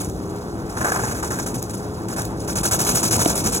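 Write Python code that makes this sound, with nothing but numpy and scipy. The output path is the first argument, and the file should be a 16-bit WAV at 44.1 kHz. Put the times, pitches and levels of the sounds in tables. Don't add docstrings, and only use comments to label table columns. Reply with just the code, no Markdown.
import sys
import numpy as np
from scipy import signal
from scipy.fft import rfft, irfft, next_fast_len
from scipy.io import wavfile
from scipy.ndimage import uniform_filter1d, map_coordinates

SR = 44100
rng = np.random.default_rng(int(sys.argv[2]) if len(sys.argv) > 2 else 0)


def log_audio(samples):
    frames = np.atleast_2d(samples).T
    limited = np.clip(frames, -1, 1)
    pcm = np.round(limited * 32767).astype(np.int16)
    wavfile.write(sys.argv[1], SR, pcm)


N = 158760
T = np.arange(N) / SR

# (time [s], shred level of tooth groups 1-4 [dB], chop over shred [dB])
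TURNS = [(0.001, -26.5, -54, -60, -60, -9.5), (0.027, -35.5, -35.5, -54, -36, -6.5),
         (0.692, -36, -41, -43, -37, -1), (0.767, -29.5, -34, -28, -28.5, 5),
         (0.844, -26, -27.5, -26, -29.5, 6), (0.917, -27.5, -28.5, -27.5, -29, 6),
         (0.994, -29.5, -30.5, -27.5, -29, 5), (1.071, -28.5, -31, -29, -33, 3.5),
         (1.147, -31, -34, -31.5, -40, 1), (1.225, -29, -30, -32, -34.5, 3),
         (1.304, -27, -30, -31.5, -29.5, 4), (1.386, -28, -36, -32, -42, 3.5),
         (1.46, -27.5, -31, -35, -37.5, -1.5), (1.54, -28, -38, -35, -42, -8),
         (1.618, -34.5, -40, -48, -41, -5), (1.694, -33, -44, -32, -39, -5.5),
         (1.769, -37.5, -45, -50, -45, -19), (2.083, -31.5, -32.5, -31.5, -41, -2),
         (2.161, -28.5, -27, -29.5, -30.5, 0), (2.243, -34, -39, -53, -46, -6),
         (2.395, -35.5, -40, -39, -58, -18), (2.475, -27.5, -26, -30, -36, -4.5),
         (2.554, -23, -22.5, -30.5, -36, -6.5), (2.631, -21.5, -18, -22.5, -30, -6.5),
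         (2.71, -17, -17.5, -23.5, -28.5, -6), (2.789, -17, -18, -26, -18.5, -8.5),
         (2.867, -18, -16, -21, -21, -6.5), (2.947, -16.5, -17, -23, -23.5, -7),
         (3.028, -16.5, -17, -21, -24.5, -7.5), (3.107, -17, -15.5, -19, -20.5, -7),
         (3.189, -18, -16.5, -24.5, -17.5, -4), (3.274, -19.5, -18, -26.5, -27, -7),
         (3.353, -19.5, -19.5, -22, -27, -11), (3.438, -21, -18, -24.5, -25.5, -5.5),
         (3.52, -21, -19.5, -22, -26, -8.5)]


def wheel():
    # (frequency [Hz], level [dB])
    shred_spectrum = [(600, -120), (2200, -4.5), (3000, -10), (4500, -4.5), (6500, 2), (10500, -0.5),
                      (11500, -6.5), (16000, -13)]
    chop_spectrum = [(200, -120), (350, -1), (550, -3.5), (800, -0.5), (1150, -2.5), (1600, 2.5),
                     (2100, -11.5), (3000, -24), (6000, -120)]
    thump_spectrum = [(25, -120), (50, -3), (120, -1), (200, 1), (400, -9), (700, -15.5), (1500, -120)]
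    chop_db = np.transpose(TURNS)[-1]
    cut = bites(hold_s=.017, t60_s=.075, turn_db=np.zeros(len(TURNS)), contrast=0)
    chop_cut = bites(hold_s=.015, t60_s=.072, turn_db=chop_db, contrast=1)
    flutter_db = 1.03 * wobble(150)
    shred = cut * amp(flutter_db - 2.5) * coloured(splintering(share=.2, patchy_db=2.5), shred_spectrum)
    chop_gain = chop_cut * amp(flutter_db + .3 * wobble(120) - 2)
    chop = chop_gain * coloured(splintering(share=.16, patchy_db=2), chop_spectrum)
    load = np.abs(uniform_filter1d(cut, size=round(.041 * SR))) ** .58
    thump = amp(-17 + 3.13 * wobble(30)) * load * coloured(noise(), thump_spectrum)
    return shred + chop + thump


def bites(hold_s, t60_s, turn_db, contrast):
    spacing_s, attack_s, clear_s, gap_s = .01945, .0014, .0627, .02
    power, gap_db, t = np.zeros(N + SR), np.zeros(N), T[:SR // 8]
    shape = (1 - np.exp(-t / attack_s)) * amp(-60 * np.maximum(t - hold_s, 0) / t60_s)
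    next_starts = np.append(np.transpose(TURNS)[0][1:], np.inf)
    for (start, *groups, _), extra_db, next_start in zip(TURNS, turn_db, next_starts):
        clear = start + clear_s
        gap_db[(T > clear) & (T < min(next_start, clear + gap_s))] = -4.5
        for k, db in enumerate(groups):
            bite = amp(db + extra_db + contrast * (db - max(groups))) * shape
            power[round((start + k * spacing_s) * SR):][:len(t)] += bite ** 2
    return np.sqrt(power[:N]) * amp(uniform_filter1d(gap_db, size=SR // 400))


def splintering(share, patchy_db):
    splinters_per_s = 2000
    splinters = (rng.random(N) < splinters_per_s / SR) * rng.standard_normal(N)
    splinters *= amp(rng.standard_normal(N))
    studded = np.sqrt(share) * unit(splinters) * [[1], [0]] + np.sqrt(1 - share) * noise()
    frames = signal.stft(studded, nperseg=128)[2]
    patches = uniform_filter1d(rng.standard_normal(frames.shape[1:]), size=4, axis=0)
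    patches = uniform_filter1d(patches, size=3, axis=1)
    return signal.istft(frames * amp(patchy_db * unit(patches)), nperseg=128)[1][:, :N]


def stump_blows():
    strikes = [(0.813, -18.5), (0.846, -16), (0.884, -18), (0.92, -23), (0.96, -19.5), (1.037, -20.5)]
    modes = [(757, -3, .04), (1035, -2.5, 0.062), (1586, 1.5, 0.043)]
    t, out = T[:SR // 10], np.zeros(N + SR)
    hz, mode_db, t60 = np.transpose(modes)[..., None]
    for start, db in strikes:
        louder, sharper = rng.standard_normal((2, len(modes), 1))
        decay = amp(db + mode_db + 2 * louder - 60 * t / t60)
        ring = decay * np.sin(2 * np.pi * hz * (1 + .049 * sharper) * t)
        out[round(start * SR):][:len(t)] += ring.sum(axis=0)
    return out[:N] * [[1], [.3]]


def chips():
    ticks = [(0.0474, -16), (0.0989, -18.5), (0.3629, -24.5), (1.1124, -12.5), (1.6275, -9), (2.0855, -19),
             (2.2202, -9), (2.2526, -10), (2.733, -2.5)]
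    spectrum = [(500, -120), (2000, -23.5), (7000, -1), (16000, -6.5)]
    t60_s = .0045
    t, out = T[:SR // 50], np.zeros(N + SR)
    for start, db in ticks:
        out[round(start * SR):][:len(t)] += amp(db - 60 * t / t60_s) * rng.standard_normal(len(t))
    return filtered(out[:N], lambda hz: amp(along(spectrum, hz))) * [[1], [.3]]


def chunk_knock():
    modes = [(310, -1.5, .03), (700, -2, .017), (1430, -5, .009), (2250, -7, .007), (3000, -10, .008),
             (3800, -6, .006)]
    crack_s, body_lag_s, attack_s, right_lead_s = 3.2585, .0023, .001, .0003
    out = 0
    for hz, db, t60 in modes:
        start = crack_s + body_lag_s * (hz < 1000)
        t = np.maximum(T - start + [[0], [right_lead_s]], 0)
        envelope = amp(db - 60 * t / t60) * (1 - np.exp(-t / attack_s))
        polarity = -1 if hz > 500 else 1
        out += polarity * envelope * np.sin(2 * np.pi * hz * t)
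    return amp(.5) * out


def diesel():
    levels = [(0, -30, -41.5), (.6, -31, -37), (1.7, -30, -38.5), (2.4, -28, -38), (2.9, -29, -30.5),
              (3.6, -29.5, -35)]
    cylinders = [5.5, -5.5, 3, -5.5, 8.5, 5.5]
    orders = [(5, -39.5)]
    # (frequency [Hz], level [dB])
    pipe_spectrum = [(20, -120), (32, -14), (50, 1.5), (110, 4), (220, -1.5), (320, 0.5), (420, -3),
                     (500, -7.5), (900, -21), (2000, -120)]
    clatter_spectrum = [(250, -120), (450, -2.5), (720, 4), (1500, -4), (2200, -15.5), (8000, -48)]
    fan_spectrum = [(1500, -120), (2500, -11), (3500, 2), (5000, 6), (10500, 3.5), (11500, -2),
                    (16000, -5.5)]
    crank_hz, pulse_share = 36.57, .2
    drone_db, clatter_db = curves(levels)
    crank_turns = np.cumsum(crank_hz * (1 + .006 * wobble(2) + .03 * wobble(60))) / SR
    firing = np.floor(3 * crank_turns).astype(int)
    onsets = np.flatnonzero(np.diff(firing))
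    pulses = np.zeros(N)
    pulses[onsets] = amp(np.array(cylinders)[firing[onsets] % 6] + 3 * rng.standard_normal(N)[onsets])
    exhaust = np.sqrt(pulse_share) * coloured(pulses, pipe_spectrum) * [[1], [0]]
    exhaust += np.sqrt(1 - pulse_share) * coloured(noise(), pipe_spectrum)
    hum = sum(amp(db + 2 * wobble(5.9)) * tone(k * crank_turns) for k, db in orders)
    drone = amp(drone_db + 1.12 * wobble(8.45)) * exhaust
    gate = 1 + .3 * np.cos(2 * np.pi * 3 * crank_turns)
    clatter = amp(clatter_db + 1.6 * wobble(15)) * gate * coloured(noise(), clatter_spectrum)
    fan_gain = amp(-47 + wobble(3.9) + wobble(60))
    fan = fan_gain * coloured(splintering(share=.2, patchy_db=2), fan_spectrum)
    return drone + clatter + fan + hum * [[1], [0]]


def hydraulic_motor():
    running = [(0, 74, -40.5), (.35, 81.17, -36), (.7, 84, -40.5), (.78, 79, -42), (1.15, 77.91, -40.5),
               (1.3, 83.8, -40.5), (2.8, 83.76, -41), (3, 81.13, -36.5), (3.6, 80.53, -37.5)]
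    harmonics = [(4, -2), (5, 0), (6, -7)]
    hz, db = curves(running)
    turns = np.cumsum(hz * (1 + .0016 * wobble(12))) / SR
    whine = sum(amp(db + level + 1.96 * wobble(7.05)) * tone(k * turns) for k, level in harmonics)
    return whine * [[1], [0]]


def microphone_ports(pair):
    likeness = [(50, .985), (350, .93), (700, .85), (1500, .96), (3000, .6), (4500, .975), (15000, .96)]
    right_lead = [(0, 0), (200, .2), (500, .5), (1000, 1.1), (2000, 3.14), (2500, 4.6), (3700, 4.6),
                  (4650, 3.14), (6900, 0), (13150, -9.42), (17500, -15.7)]
    left_boost = [(60, 0), (170, 1.8), (600, 0)]

    def width(hz):
        angle = np.arccos(along(likeness, hz)) / 2
        return np.array([np.cos(angle), np.sin(angle)])

    def balance_and_lead(hz):
        balance = amp(np.outer([.5, -.5], along(left_boost, hz)))
        phase = np.outer([-.5, .5], np.interp(hz, *np.transpose(right_lead)))
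        return balance * np.exp(1j * phase)

    mid, side = filtered(pair, width)
    return filtered(np.array([mid + side, mid - side]), balance_and_lead)


def amp(db):
    return 10 ** (np.asarray(db) / 20)


def unit(x):
    return x / np.sqrt(np.mean(x ** 2) + 1e-20)


def tone(cycles):
    return np.sqrt(2) * np.sin(2 * np.pi * cycles)


def along(points, hz):
    knots_hz, values = np.transpose(points)
    return np.interp(np.log(hz + 1), np.log(knots_hz + 1), values)


def curves(rows):
    times, *columns = np.transpose(rows)
    return [np.interp(T, times, column) for column in columns]


def wobble(rate):
    return map_coordinates(rng.standard_normal(int(N * rate / SR) + 4), [T * rate])


def filtered(x, response):
    size = next_fast_len(N + SR // 2)
    return irfft(rfft(x, size) * response(np.fft.rfftfreq(size, 1 / SR)), size)[..., :N]


def coloured(x, spectrum):
    return unit(filtered(x, lambda hz: amp(along(spectrum, hz))))


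def noise():
    return rng.standard_normal((2, N))


def scene():
    grinder = diesel() + hydraulic_motor() + wheel() + stump_blows() + chips()
    return microphone_ports(grinder) + chunk_knock()


def record(dry):
    return filtered(dry, lambda hz: hz < 15850)


dry = scene()
out = record(dry)
log_audio(out)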